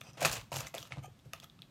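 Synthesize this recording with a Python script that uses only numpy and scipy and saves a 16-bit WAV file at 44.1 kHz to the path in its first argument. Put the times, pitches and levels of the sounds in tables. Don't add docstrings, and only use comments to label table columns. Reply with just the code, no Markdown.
import sys
import numpy as np
from scipy import signal
from scipy.fft import rfft, irfft
from scipy.io import wavfile
from scipy.ndimage import uniform_filter1d

SR = 44100
rng = np.random.default_rng(int(sys.argv[2]) if len(sys.argv) > 2 else 0)


def digitize_waveform(pressure):
    field = np.atleast_2d(pressure).T
    bounded = np.clip(field, -1, 1)
    quanta = np.round(bounded * 32767).astype(np.int16)
    wavfile.write(sys.argv[1], SR, quanta)


def invert_db(level):
    return 10 ** (np.asarray(level, dtype=float) / 20)


N = 74970

# f/Hz, level/dB
CRACKLE_SPECTRUM = [(590, -16), (1000, 0), (2170, -1.5), (2630, 3), (3500, -3), (8000, -13), (10400, -16.5),
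                    (17600, -120)]
# f/Hz, level/dB
FIZZ_SPECTRUM = [(3820, -6), (6500, 1), (7420, 2), (8210, -5.5), (10500, -3.5), (12300, -0.5), (16000, -14)]
# f/Hz, level/dB
DRAG_SPECTRUM = [(110, 13.5), (180, 7.5), (361, 1.5), (618, 9), (1600, -12.5), (2080, -25), (3520, -120)]


def evened(x):
    return x / np.sqrt(np.mean(x ** 2) + 1e-20)


def read(points, hz):
    f, value = np.transpose(points)
    return np.interp(np.log(hz + 1), np.log(f + 1), value)


def add(mix, s, sound):
    part = mix[max(round(s * SR), 0):][:len(sound)]
    part += sound[:len(part)]


def colour(x, points):
    hz = np.fft.rfftfreq(len(x), 1 / SR)
    shut = [(points[0][0] / 2, -60)] + list(points) + [(points[-1][0] * 2, -60)]
    return evened(irfft(rfft(x) * invert_db(read(shut, hz)), len(x)))


def resonate(x, hz, width):
    r = np.exp(-np.pi * width / SR)
    return 2 * signal.lfilter([1 - r], [1, -r * np.exp(2j * np.pi * hz / SR)], x).real


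def wavering(spread_db, samples):
    return invert_db(spread_db * evened(uniform_filter1d(rng.standard_normal(N), size=samples)))


def floor():
    # f/Hz, level/dB
    tone_spectrum = [(15, -41), (25, -14), (146, 1), (483, -18), (568, -17.5), (1930, -24.5), (3510, -25.5),
                     (14400, -38), (16500, -59)]
    tone_db, hum_db = -62, -74
    hum_hz, hum_width_hz = 118, 105
    hum = resonate(rng.standard_normal(N), hum_hz, hum_width_hz)
    hum = evened(resonate(hum, hum_hz, hum_width_hz))
    return invert_db(tone_db) * colour(rng.standard_normal(N), tone_spectrum) + invert_db(hum_db) * hum


def ping(peak_db, hz):
    t = np.arange(1200) / SR
    t60_s = 0.0044 + 24 / hz
    pair = np.sin(2 * np.pi * hz * t) + 0.24 * np.sin(2 * np.pi * 0.93 * hz * t)
    return invert_db(peak_db - 4.5 - 60 * t / t60_s) * np.minimum(t / 0.00033, 1) * pair


def boom(peak_db, hz, hold):
    t = np.arange(9000) / SR
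    swell = np.sin(np.pi / 2 * np.minimum(t / 0.0091, 1)) ** 2
    decay = invert_db(-60 * np.maximum(t - .011 - hold, 0) / 0.059)
    tone = np.sin(2 * np.pi * hz * t)
    tone += 0.11 * np.sin(2 * np.pi * 2.3 * hz * t)
    tone += 0.34 * np.sin(2 * np.pi * .7 * hz * t)
    return invert_db(peak_db - 1.5) * swell * decay * tone


def knock(peak_db, hz):
    t60_s, attack_s = 0.034, .0012
    t = np.arange(3000) / SR
    modes = np.sin(2 * np.pi * hz * t)
    modes += 0.14 * np.sin(2 * np.pi * hz * 1.096 * t)
    modes += 0.23 * np.sin(2 * np.pi * hz * 0.89 * t)
    return invert_db(peak_db - 6.5 - 60 * t / t60_s) * np.minimum(t / attack_s, 1) * modes


def snap(peak_db, hz, bright_db):
    # f/Hz, width/Hz, level/dB
    card_modes = [(1231, 235, 3.5), (1737, 183, -3), (2600, 320, -2.5), (3550, 740, 6.5), (4600, 1800, 1),
                  (6410, 1600, 1)]
    tilt = 0.17
    t = np.arange(1600) / SR
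    noise = rng.standard_normal((2, 1600))
    grip_db = 3.5 * noise[1, -len(card_modes):]
    slip = invert_db(-60 * t / .004) * np.minimum(t / .0003, 1)
    burst = noise[0] * (slip + invert_db(-11 - 60 * t / 0.04))
    burst[9] += 7
    tape = resonate(resonate(burst, hz, 0.23 * hz), hz, 0.23 * hz) / np.sqrt(0.071 * hz)
    card = 0
    for k, (f, w, db) in enumerate(card_modes):
        mode_db = db + 1.0 + grip_db[k] + tilt * (bright_db + 13.5) * np.log2(f / 2000)
        mode = resonate(resonate(burst, f, w), f, 2.07 * w) / np.sqrt(w)
        card = card + (-1) ** k * invert_db(mode_db) * mode
    body = tape + invert_db(-6.0 - 19.3 * abs(np.log2(hz / 2400))) * card
    air = colour(noise[1], FIZZ_SPECTRUM) * (slip + invert_db(-29.5 - 60 * t / 0.098))
    return invert_db(peak_db) * (body / abs(body).max() + invert_db(bright_db + 8) * air)


def stroke(start, length, level_db):
    grip_s, let_go_t60_s = .0025, 0.061
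    linger_db, linger_t60_s = -12.5, 0.25
    t = np.arange(N) / SR - start
    after = np.maximum(t - length, 0)
    fade = np.maximum(invert_db(-60 * after / let_go_t60_s), invert_db(linger_db - 60 * after / linger_t60_s))
    return invert_db(level_db) * fade * np.clip(t / grip_s, 0, 1)


def sing(x, hz, width):
    drift = 1 + 0.029 * evened(uniform_filter1d(rng.standard_normal(N), size=700))
    turn = np.exp(2j * np.pi * np.cumsum(hz * drift) / SR)
    r = np.exp(-np.pi * width / SR)
    return evened((turn * signal.lfilter([1], [1, -2 * r, r * r], x / turn)).real)


def scuff(rows, ridges):
    rub = rng.standard_normal(N) * wavering(2.3, 300)
    bands = [(hz, invert_db(db) * wavering(1.4, 900) * sing(rub, hz, w)) for hz, w, db in ridges]
    loose = colour(rub, CRACKLE_SPECTRUM) + invert_db(3.0) * colour(rub, DRAG_SPECTRUM)
    out = np.zeros(N)
    for s, length, db, tilt_db, loose_db in rows:
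        singing = sum(invert_db(tilt_db * np.log2(hz / 3000)) * band for hz, band in bands) / 2
        out += stroke(s, length, db) * (singing + invert_db(loose_db - 9) * loose)
    return out


def peel():
    # t/s, length/s, pull level/dB, brightness/dB, drag on the flap/dB
    pulls = [(0.17, 0.038, -54.5, -17, 1), (0.2042, 0.01, -45, -2.5, -0.5), (0.22, 0.03, -40, -5.5, 0),
             (0.248, 0.0098, -31.5, -4, -7), (0.265, 0.039, -45.5, -14, -9.5),
             (0.313, 0.036, -46.5, 0.5, -5.5), (0.352, 0.028, -48.5, -12.5, -6),
             (0.389, 0.026, -57.5, -21, -15), (0.517, 0.049, -48, -1, -1), (0.557, 0.052, -50, 1.5, -1.5),
             (0.614, 0.055, -55, -40, -3.5), (0.665, 0.012, -59, 2.5, -14), (0.738, 0.035, -54, -14, -0.5),
             (0.775, 0.033, -57.5, 0.5, -12), (0.818, 0.062, -66, -3, -1), (0.905, 0.036, -56.5, -37, -5),
             (0.956, 0.039, -65, -27, 6), (1.247, 0.015, -76, 1, 4), (1.328, 0.061, -63.5, -33, -6),
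             (1.42, 0.027, -61, -19, -9)]
    ticks_per_s, tick_spread_db = 600, 1.5
    drive = rng.standard_normal(N)
    for hz in np.geomspace(250, 15500, num=20):
        heights = invert_db(tick_spread_db * np.minimum(rng.exponential(1, N), 3))
        ticks = heights * (rng.random(N) < ticks_per_s / SR) * rng.standard_normal(N)
        drive += evened(resonate(ticks, hz, 0.21 * hz)) * np.sqrt(hz / 40000)
    drive *= wavering(2.2, 160)
    crackle = colour(drive, CRACKLE_SPECTRUM)
    fizz = colour(drive, FIZZ_SPECTRUM)
    drag = colour(drive, DRAG_SPECTRUM)
    return sum(stroke(s, length, db) * (crackle + invert_db(bright_db) * fizz + invert_db(drag_db) * drag)
               for s, length, db, bright_db, drag_db in pulls)


def puffs():
    # t/s, level/dB, f/Hz
    pushes = [
        (0.31, -48, 48),
        (0.408, -53, 52.3),
        (0.643, -51, 66),
        (.95, -71, 41.67),
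    ]
    width_s = 0.019
    t = np.arange(N) / SR
    return sum(invert_db(db) * np.exp(-((t - s) / width_s) ** 2) * np.sin(2 * np.pi * hz * (t - s))
               for s, db, hz in pushes)


def room(x):
    # f/Hz, t60/s
    decay = [(150, 0.034), (700, 0.23), (3000, 0.21), (9000, 0.12), (15000, 0.3)]
    taps = np.zeros(16000)
    at = np.arange(80, 15900, 20)
    taps[at + rng.integers(0, 20, len(at))] = rng.choice([-1., 1.], len(at))
    hz, t, z = signal.stft(taps, SR, nperseg=256)
    t60_s = np.maximum(read(decay, hz), .02)[:, None]
    tail = signal.istft(z * invert_db(-60 * t / t60_s), SR, nperseg=256)[1]
    return signal.fftconvolve(x, tail / np.linalg.norm(tail))[:N]


def scene():
    # t/s, peak level/dB, ring f/Hz
    threads = [(.0100, -40, 8900), (.0102, -46, 13000), (.0102, -40, 6050), (.0137, -33, 3490),
               (.070, -44, 2620), (.091, -47, 2700), (.175, -44, 3530), (.185, -41.5, 2430),
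               (.186, -50, 12000), (.2222, -28, 1560), (.2225, -42, 7600), (.2492, -10, 2526),
               (.2492, -14, 4600), (.2494, -20.5, 1252), (.2495, -18, 7000), (.256, -31, 7250),
               (.3142, -24, 7300), (.3155, -27, 3070), (.326, -25.5, 4940), (.341, -28, 7150),
               (.5105, -48, 6500), (.5195, -35, 2370), (.528, -28.5, 2760), (.540, -29, 7500),
               (.5603, -31, 5240), (.567, -29, 2700), (.567, -31, 7200), (.5815, -38, 11300),
               (.5815, -28, 8800), (.603, -40, 1430), (.608, -38, 6500), (.6695, -29.5, 6250),
               (.6838, -35, 7200), (.7425, -36, 2240), (.765, -38, 2400), (.807, -39, 3780),
               (.828, -39.5, 1200), (.8285, -34, 5900), (.855, -49, 3300), (.899, -52, 6660),
               (.908, -49, 1010), (.921, -54, 3400), (.970, -61, 8800), (.978, -61, 6300),
               (.978, -64, 4420), (1.097, -58, 3200), (1.334, -38.5, 1890), (1.334, -30.5, 3600),
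               (1.334, -38, 6230), (1.334, -29, 10900), (1.198, -51, 3470), (1.257, -61, 1500),
               (1.4985, -44, 3600), (1.62, -36.5, 3420), (1.62, -52, 3860), (1.628, -46, 2600)]
    # t/s, peak level/dB, f/Hz, hold/s
    box_booms = [(.015, -51, 114, 0.0062), (.087, -44, 118, 0.0018), (.128, -49.5, 133, 0.0096),
                 (.239, -34, 147.3, 0.029), (.288, -41.5, 118, 0.015), (.367, -42, 117, 0.017),
                 (.429, -46.5, 121, 0.0043), (.524, -39, 134, 0.071), (.646, -51.5, 137, 0.021),
                 (.792, -48.5, 132.3, 0.014), (.918, -44.5, 127, 0.023), (.977, -32.5, 130.3, 0.0062),
                 (1.005, -45, 128, 0.029), (1.057, -47.5, 134, 0.024), (1.099, -53, 109, 0.022),
                 (1.262, -42, 126.5, 0.0048), (1.289, -46.5, 132, 0.0021), (1.35, -52.5, 148, 0.018),
                 (1.437, -52, 137, 0.01), (1.595, -57, 148.4, 0.011)]
    # t/s, peak level/dB, ring f/Hz
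    flap_knocks = [(0.013, -42.5, 622), (0.784, -40.5, 584), (0.259, -25, 387), (0.219, -17, 725),
                   (0.222, -20.5, 677), (0.229, -25, 656), (0.237, -22.5, 695), (0.248, -18, 678),
                   (0.519, -23.5, 702), (0.5189, -25.5, 930), (0.7425, -29, 675), (0.748, -28, 574),
                   (0.832, -43, 676), (0.92, -37, 685), (0.971, -36.5, 726), (1.044, -38.5, 777),
                   (1.08, -42.5, 430), (1.257, -47.5, 505), (1.3337, -32, 1290), (1.336, -35, 654),
                   (1.431, -42.5, 672), (1.4419, -39.5, 1263), (1.589, -50, 1280)]
    # t/s, peak level/dB, ring f/Hz, brightness/dB
    glue_snaps = [(0.0129, -35, 2390, -14.5), (0.1325, -49.5, 5650, -16), (0.2152, -27, 2300, -14),
                  (0.2487, -22, 2510, -17), (0.329, -36.5, 2770, 8), (0.56, -38.5, 3060, -5),
                  (0.607, -33, 2560, -25), (0.669, -33.5, 2120, -22), (0.7415, -38, 2640, -7.5),
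                  (0.749, -33, 2140, -5.5), (0.7804, -30, 3550, -11.5), (0.82, -46, 3240, -19),
                  (0.827, -36, 3030, -11), (0.852, -44, 3400, -23), (0.9207, -28, 2260, -45),
                  (0.97, -50.5, 2580, -14), (1.1907, -56, 3240, -10), (1.3335, -28.5, 2650, -11),
                  (1.3996, -40, 3400, -10), (1.4287, -44, 2300, -17), (1.436, -43.5, 6300, -12),
                  (1.4417, -42.5, 3390, -7), (1.498, -50.5, 3450, -26), (1.59, -49.5, 2600, -29),
                  (1.6193, -42, 3860, -13)]
    # t/s, length/s, level/dB, tilt/(dB per octave), loose rustle/dB
    finger_rubs = [
        (0.03, 0.077, -59.5, 1.5, 4.5),
        (0.136, 0.039, -60, -6, -2),
    ]
    # f/Hz, width/Hz, level/dB
    card_ridges = [(756, 90, -14), (1242, 100, -17), (2590, 160, -11), (3250, 200, -11), (5150, 400, -4.5),
                   (5900, 740, -3), (7600, 4500, -9), (11800, 2000, -19)]
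    # t/s, length/s, level/dB, tilt/(dB per octave), loose rustle/dB
    hand_slides = [
        (1.026, 0.032, -52.5, -2.5, -2),
    ]
    # f/Hz, width/Hz, level/dB
    lid_ridges = [(755, 124, -4.5), (1260, 92, -9.5), (2390, 400, -10.5), (3220, 220, -9), (6500, 830, -6),
                  (7200, 1100, -6), (8800, 1300, -6.5), (12200, 2500, -6)]
    room_db = -9.5

    near = scuff(finger_rubs, card_ridges) + peel() + scuff(hand_slides, lid_ridges)
    low = puffs()
    for s, *row in threads:
        add(near, s, ping(*row))
    for s, *row in box_booms:
        add(low, s - .005, boom(*row))
    for s, *row in flap_knocks:
        add(near, s, knock(*row))
    for s, *row in glue_snaps:
        add(near, s + .0006, snap(*row))
    return (near + invert_db(room_db) * room(near) + low + floor())[None]


def roll_off(x):
    return signal.sosfilt(signal.butter(12, 16800, fs=SR, output="sos"), x)


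def record(dry):
    x = signal.sosfilt(signal.butter(3, 36, "high", fs=SR, output="sos"), dry)
    x = x - 0.5 * resonate(x, hz=10400, width=900)
    band_limit = signal.firwin(255, 16300, window=("kaiser", 8), fs=SR)
    x = signal.oaconvolve(x, band_limit[None], "same")
    return roll_off(x)


dry = scene()
out = record(dry)
digitize_waveform(out)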